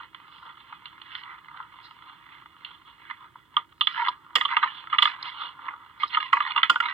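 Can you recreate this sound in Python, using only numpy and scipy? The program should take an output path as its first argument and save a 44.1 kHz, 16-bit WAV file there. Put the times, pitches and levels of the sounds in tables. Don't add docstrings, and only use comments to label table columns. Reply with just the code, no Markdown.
import sys
import numpy as np
from scipy import signal
from scipy.fft import rfft, irfft, next_fast_len
from scipy.io import wavfile
from scipy.ndimage import uniform_filter1d, minimum_filter1d, map_coordinates

SR = 44100
rng = np.random.default_rng(int(sys.argv[2]) if len(sys.argv) > 2 else 0)


def wav_out(sig):
    wavfile.write(sys.argv[1], SR, np.round(np.clip(np.atleast_2d(sig).T, -1, 1) * 32767).astype(np.int16))


N = 305613

# start in seconds, strength in dB, middle register in dB against the body,
# brightness (edge register) in dB against the body, hardness 0-1, low ring in Hz, high ring in Hz,
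# contact length in seconds.
KNOCKS = [(3.566, -20.5, -16.5, -3, 0.02, 1210, 3310, 0.0023),
          (3.809, -27.5, -9.5, 7, 0.1, 1193, 3392, 0.0043), (3.87, -32, 0.5, 11, 0.6, 1220, 3445, 0.0033),
          (4.081, -22, -26, -9.5, 0.01, 990, 3410, 0.0089), (4.353, -24, -3.5, 4, 0.99, 1193, 3250, 0.012),
          (4.409, -28.5, -0.5, 1, .35, 1228, 3404, 0.0046),
          (4.45, -25.5, -16, -0.5, .1, 1155, 3200, 0.0067),
          (4.566, -20.5, -5.5, -6, .35, 1234, 2883, 0.004), (4.631, -21, -9.5, -17, 0.08, 1224, 3480, .008),
          (4.926, -22, -11.5, -15.5, 0.03, 1220, 2870, 0.03), (4.983, -20.5, -4, 3, .4, 1203, 2910, 0.0068),
          (5.021, -20, -6.5, 6.5, 0.74, 1190, 3414, 0.0088), (5.053, -23, -6, 0.5, .35, 1193, 3430, 0.0038),
          (5.071, -28, -8, -16, 0, 1220, 3570, 0.0054), (5.681, -32, -5.5, -27, 0, 1106, 3440, 0.0086),
          (6.031, -22, -18, -11.5, 0, 1194, 3220, 0.0051),
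          (6.168, -21, -14, -14.5, 0.04, 1251, 3290, 0.008),
          (6.328, -15, -8, -15.5, 0.46, 1122, 3000, 0.0059),
          (6.367, -26, -4.5, -22, 0.4, 1166, 2900, 0.0064), (6.402, -23, -10, -14, 0.2, 1169, 2780, 0.006),
          (6.504, -36.5, -18, -1, 0.2, 1190, 3460, 0.0069), (6.56, -24, -17, -6.5, 0, 1213, 2840, 0.0075),
          (6.575, -23.5, -8, -3, 0.03, 1133, 2760, 0.017), (6.63, -23, 0, 2.5, .4, 1301, 3396, 0.0028),
          (6.696, -15, -17.5, -6, 0.74, 1405, 2963, 0.0072), (6.756, -23.5, -19, -14, 0, 1465, 3040, .0046),
          (6.801, -23, -7.5, -9.5, .58, 1405, 2850, 0.0051)]
# start in seconds, strength in dB, brightness in dB, ring in Hz.
TAPS = [(0.145, -46, -1, 1035), (0.724, -40.5, -21, 950), (.855, -51.5, 8.5, 1220), (1.015, -53.5, 7, 927),
        (1.15, -42.5, 4, 2000), (1.234, -53, 5.5, 1320), (1.482, -47, -17, 2050), (1.6, -37.5, -49, 1040),
        (2.42, -51.5, -20, 1110), (2.457, -49.5, -13, 1210), (2.647, -58, 19.5, 1260),
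        (3.098, -41, -11.5, 1770), (3.108, -35.5, -15, 2040), (3.355, -45, -41, 993),
        (4.87, -42.5, -13, 1320), (5.59, -45, -40, 1215)]
# centre in Hz, width in Hz (6 dB down at its ends), relative level in dB.
HOUSING_MODES = [(951, 99, 2), (1035, 82, 0), (1229, 248, 3), (1405, 157, -1), (1691, 260, -6.5),
                 (1963, 132, -3), (2091, 290, -7), (2170, 284, -11), (2516, 20, -8), (2846, 292, -8),
                 (3097, 240, -9.5), (3428, 197, -5.5), (4115, 49, -19), (4127, 536, -19)]
# low edge in Hz, high edge in Hz.
REGISTER_BANDS = [(780, 1550), (1550, 2600), (2600, 4450)]
# frequency in Hz, relative level in dB.
THUD_COLOUR = [(140, -25.5), (200, -9), (330, 2), (420, -6.5), (520, 3.5), (630, -6.5), (780, 2.5),
               (1300, -58)]
# frequency in Hz, relative level in dB.
CRACK_COLOUR = [(3000, -33.5), (4400, 13.5), (5200, 12.5), (5700, -1.5), (7300, 8), (9500, -13),
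                (12500, -5.5), (16000, -11.5)]
# frequency in Hz, left minus right in dB.
BALANCE = [(60, 0.5), (300, -9.5), (700, -3), (1250, -1), (2000, -7), (3100, -9), (4400, -2.5), (8000, 0.5)]
# frequency in Hz, left-right correlation 0-1 before the phase lead.
LIKENESS = [(60, 0.66), (600, 0.72), (1200, 1), (2500, 0.99), (3400, 0.84), (7000, 0.067), (15000, .05)]
# frequency in Hz, lead of the left side in radians.
LEFT_LEAD = [(1000, 0.44), (1200, -1.22), (1520, -0.98), (1620, 1.88), (2080, 1.36), (2220, 1.8),
             (2900, 1.44), (3220, -0.58), (3330, 0.22), (3600, -0.96), (3800, -0.29), (4100, -1.6)]
# frequency in Hz, relative level in dB.
FLOOR_COLOUR = [(25, -34.5), (40, -22), (54, 5.5), (65, -0.5), (100, 3), (160, 4), (210, -6), (330, 1),
                (450, -12), (700, -17), (1500, -23), (4000, -21.5), (6000, -28), (8400, -23.5),
                (10500, -28), (15500, -23)]
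# middle in seconds, half length in seconds, level in dB.
SWISHES = [(0.376, .12, -68), (1.18, 0.049, -58.5), (1.851, 0.023, -53), (1.904, .05, -66),
           (3.961, 0.12, -54.5), (4.089, 0.0082, -41), (5.052, .05, -42.5), (5.23, 0.0036, -35.5),
           (5.278, 0.036, -52), (6.035, .028, -49.5), (6.083, 0.0088, -46.5)]
# frequency in Hz, relative level in dB.
SWISH_COLOUR = [(2800, -51), (3500, -6.5), (3900, 2), (4250, 1), (4600, -10), (5150, -7.5), (5450, -27.5),
                (9000, -47.5)]
# middle in seconds, half length in seconds, level in dB, brightness in dB,
# middle register in dB against the body.
BRUSHES = [(0, 0.02, -40, -17, -20), (0.354, 0.033, -50.5, -1, -23), (0.465, 0.038, -43.5, -14, -29),
           (0.607, 0.013, -59, 8, 1), (.73, 0.035, -54, -2.5, -11), (1.147, 0.07, -50, 2, 1),
           (1.305, 0.054, -43, -15.5, -7), (1.593, 0.051, -42, -19, -17), (2.102, 0.033, -48, -6, -11),
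           (2.342, 0.06, -53.5, -4, 0.5), (2.69, 0.059, -52, -1, -4.5), (2.896, 0.032, -53, 0, -5),
           (3.097, 0.056, -57, -4, 9.5), (3.243, .035, -49, -15, -10.5), (4.767, 0.052, -52, 8.5, 0),
           (5.268, .04, -41, 2, -0.5), (5.423, 0.044, -36.5, 0.5, -11), (5.712, 0.034, -41, -23, -12)]
# start in seconds, length in seconds, level in dB, brightness in dB,
# swell from start to end in dB.
SCRAPES = [(3.882, 0.19, -34, -9, 16.5), (4.354, 0.072, -41, 3.5, -10), (4.479, 0.054, -31.5, -7.5, 14),
           (4.615, 0.063, -31, -3, -8), (4.897, 0.05, -37.5, -5, 4.5), (4.997, 0.13, -39, -1, -1.5),
           (5.999, 0.038, -35.5, 0, 0), (6.094, 0.058, -38, 7, 15), (6.199, 0.069, -42, 5.5, -13.5),
           (6.321, 0.19, -36.5, -2.5, 13.5), (6.575, 0.068, -43, -10, -4), (6.71, .05, -37, -13, -6),
           (6.821, 0.077, -31, -7, 4.5)]
# time in seconds, level in dB before the layer's trim.
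RUSTLE_LEVEL = [(0, -43.5), (.11, -61), (.2, -52), (1.0, -52.5), (1.4, -55.5), (1.95, -53), (2.53, -58),
                (2.75, -55.5), (3.3, -55.5), (3.48, -59.5), (3.8, -62), (4.16, -53), (4.3, -54.5),
                (4.8, -45), (5.3, -44), (5.9, -51.5), (6.93, -46)]
# time in seconds, brightness in dB.
RUSTLE_BRIGHTNESS = [(0, -6.5), (1, -5), (3.7, -7.5), (4.2, -13), (6.93, -10)]

CRACK_DB, SOFT_CRACK_DB = -12, -46.5
THUD_DB, HARD_THUD_DB = -35, 18
LOW_SPOT_HZ, HIGH_SPOT_HZ = 335, 590
ATTACK_S, RELEASE_S = 0.0051, 0.023
EDGE_SWELL = 0.43
TOP_HZ = 15950


def amp(db):
    return 10 ** (np.asarray(db) / 20)


def unit(x):
    return x / np.sqrt(np.mean(x ** 2) + 1e-20)


def along(points, hz):
    f, v = np.transpose(points)
    return np.interp(np.log(hz + 1), np.log(f + 1), v)


def timeline(points):
    return np.interp(np.arange(N) / SR, *np.transpose(points))


def wobble(rate):
    knots = rng.standard_normal(int(N * rate / SR) + 4)
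    return map_coordinates(knots, [np.arange(N) * rate / SR])


def filtered(x, response):
    n = x.shape[-1]
    m = next_fast_len(n + 4096)
    return irfft(rfft(x, m) * response(np.fft.rfftfreq(m, 1 / SR)), m)[..., :n]


def coloured(x, spectrum):
    return filtered(x, lambda hz: amp(along(spectrum, hz)))


def sized(x, db):
    energy = np.sum(x.mean(0) ** 2)
    return amp(db) * x / np.sqrt(energy / (SR / 50) + 1e-20)


def add(track, s, sound):
    start = max(round(s * SR), 0)
    part = track[:, start:start + sound.shape[1]]
    part += sound[:, :part.shape[1]]


def noise(n):
    def mid_side(hz):
        turn = np.arccos(np.clip(along(LIKENESS, hz), -1, 1)) / 2
        return np.array([np.cos(turn), np.sin(turn)])

    def ports(hz):
        balance = amp(np.outer([.5, -.5], along(BALANCE, hz)))
        return balance * np.exp(1j * np.outer([.5, -.5], along(LEFT_LEAD, hz)))

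    mid, side = filtered(rng.standard_normal((2, n)), mid_side)
    return filtered(np.array([mid + side, mid - side]), ports)


def registers(size=4096):
    hz = np.fft.rfftfreq(size, 1 / SR)
    power = sum(amp(db) ** 2 / (1 + ((hz - centre) / width * 2) ** 2) ** 2
                for centre, width, db in HOUSING_MODES)
    cepstrum = irfft(np.log(power + 1e-12))
    cepstrum[size // 2:] = 0
    ring = irfft(np.exp(rfft(cepstrum) - cepstrum[0]))[:size // 2]
    filters = [signal.butter(5, band, 'bandpass', fs=SR, output='sos') for band in REGISTER_BANDS]
    return [signal.sosfilt(sos, ring) for sos in filters]


def housing(force):
    return [signal.fftconvolve(force, ring[None], axes=1)[:, :force.shape[1]] for ring in registers()]


def register_gains(db, bright_db, middle_db, middle_share):
    return amp([db, db + middle_db + middle_share * bright_db, db + bright_db])


def shifting(x, depth_db):
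    z = signal.stft(x, nperseg=1024)[2]
    field = uniform_filter1d(rng.standard_normal(z.shape[1:]), size=3, axis=0)
    field = uniform_filter1d(field, size=5, axis=1)
    return signal.istft(z * amp(depth_db * unit(field)), nperseg=1024)[1][:, :N]


def friction(gains, grip, grain_db, shift_db, thud_db, hiss_db):
    force = shifting(noise(N), depth_db=shift_db) * grip * amp(grain_db * wobble(900))
    scrape = sum(gain * unit(part) for gain, part in zip(gains, housing(force)))
    thud = gains[0] * amp(thud_db) * unit(coloured(force, THUD_COLOUR))
    hiss = gains[2] * amp(hiss_db) * unit(coloured(force, SWISH_COLOUR))
    return scrape + thud + hiss


def slips(per_s, lift_db, slip_s, strength):
    when, size = rng.random((int(per_s * N / SR), 2)).T
    catches = np.bincount((when * N).astype(int), amp(lift_db * size), N)
    decay = np.exp(-1 / (slip_s * SR))
    return 1 + strength * signal.lfilter([1], [1, -decay], catches)


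def contact(t, length, tail_db, tail_t60, rise=0.00086):
    touch = np.exp(-(t / length) ** 2)
    rattle = amp(tail_db - 60 * t / tail_t60)
    return noise(len(t)) * (touch + rattle) * (1 - np.exp(-(t / rise) ** 2))


def ringing(t, hz, t60, rise):
    sides = np.array([[.5], [-.5]])
    phase = 2 * np.pi * (hz * t + rng.random()) + sides * along(LEFT_LEAD, hz)
    decay = amp(sides * along(BALANCE, hz) - 60 * t / t60)
    return decay * np.sin(phase) * (1 - np.exp(-(t / rise) ** 2))


def favoured(x, centre_hz, width_hz):
    return sized(filtered(x, lambda hz: 1 / (1 + 1j * (hz - centre_hz) / width_hz)), 0)


def brushing(clump_db=2.0):
    t = np.arange(N) / SR
    power = 0
    for s, half, db, bright_db, middle_db in BRUSHES:
        register_power = amp([db, db + middle_db, db + bright_db]) ** 2
        power = power + np.outer(register_power, np.exp(-((t - s) / half) ** 2))
    clumps = amp(clump_db * wobble(90))
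    return friction(np.sqrt(power), clumps, grain_db=2.5, shift_db=3, thud_db=-26.5, hiss_db=-24.5)


def rustling(level_db=-1.5, middle_db=-0.5, middle_share=0.78, restless_db=2.5):
    level = timeline(RUSTLE_LEVEL) + level_db + restless_db * wobble(14)
    gains = register_gains(level, timeline(RUSTLE_BRIGHTNESS), middle_db, middle_share)
    crackle = slips(per_s=22, lift_db=7, slip_s=0.0027, strength=1.65)
    return friction(gains, crackle, grain_db=1.5, shift_db=2.5, thud_db=-25, hiss_db=-27)


def hum_and_hiss(level_db=-65):
    return amp(level_db) * unit(coloured(noise(N), FLOOR_COLOUR))


def taps(ring_db=-1, middle_db=-5, middle_share=0.34):
    out, t = np.zeros((2, N)), np.arange(SR // 8) / SR
    for s, db, bright_db, ring_hz in TAPS:
        body, middle, edge = housing(contact(t, 0.0032, tail_db=-16, tail_t60=0.18))
        body = sized(body, 0) + sized(ringing(t, ring_hz, t60=0.032, rise=0.0027), ring_db)
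        gains = register_gains(db, bright_db, middle_db, middle_share)
        add(out, s, sum(gain * sized(part, 0) for gain, part in zip(gains, (body, middle, edge))))
    return out


def swishes(grain_db=3):
    t = np.arange(N) / SR
    swell = sum(amp(db) * np.exp(-((t - s) / half) ** 2) for s, half, db in SWISHES)
    grains = noise(N) * amp(grain_db * wobble(440))
    return swell * unit(coloured(grains, SWISH_COLOUR))


def knocks(low_ring_db=1, high_ring_db=-1):
    out, t = np.zeros((2, N)), np.arange(SR // 4) / SR
    for s, db, middle_db, bright_db, hardness, low_hz, high_hz, length in KNOCKS:
        body, middle, edge = housing(contact(t, max(length, .001), tail_db=-16, tail_t60=0.14))
        low_ring = sized(ringing(t, low_hz, t60=0.054, rise=0.0045), low_ring_db)
        high_ring = sized(ringing(t, high_hz, t60=0.017, rise=0.0037), high_ring_db)
        body = favoured(body, low_hz, LOW_SPOT_HZ) + low_ring
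        edge = favoured(edge, high_hz, HIGH_SPOT_HZ) + high_ring
        blow = sized(body, 0) + sized(middle, middle_db) + sized(edge, bright_db)

        shake = coloured(contact(t, 0.037, tail_db=-14.5, tail_t60=0.15), THUD_COLOUR)
        thud = sized(shake, THUD_DB + HARD_THUD_DB * hardness ** 4)
        snap = coloured(contact(t, 0.0081, tail_db=-16.0, tail_t60=0.25, rise=0.0025), CRACK_COLOUR)
        crack = sized(snap, CRACK_DB + SOFT_CRACK_DB * (1 - hardness))
        add(out, s, amp(db) * (blow + thud + crack))
    return out


def scraping(middle_db=1.0, middle_share=0.4):
    gains, t = np.zeros((3, N)), np.arange(SR // 2) / SR
    for s, length, db, bright_db, swell_db in SCRAPES:
        pressure_db = swell_db * (np.minimum(t / length, 1) - .5)
        touch = (1 - np.exp(-t / ATTACK_S)) * np.exp(-np.maximum(t - length, 0) / RELEASE_S)
        pressed_bright_db = bright_db - (1 - EDGE_SWELL) * pressure_db
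        add(gains, s, touch * register_gains(db + pressure_db, pressed_bright_db, middle_db, middle_share))
    grip = slips(per_s=90, lift_db=7, slip_s=0.0024, strength=1.5)
    return friction(gains, grip, grain_db=1.5, shift_db=6.0, thud_db=-37, hiss_db=-24)


def scene():
    return brushing() + rustling() + hum_and_hiss() + taps() + swishes() + knocks() + scraping()


def record(dry, top=0.78):
    needed = np.minimum(1, top / (np.abs(dry).max(0) + 1e-9))
    gain = uniform_filter1d(minimum_filter1d(needed, size=131), size=131)
    return filtered(dry * gain, lambda hz: hz < TOP_HZ)


dry = scene()
out = record(dry)
wav_out(out)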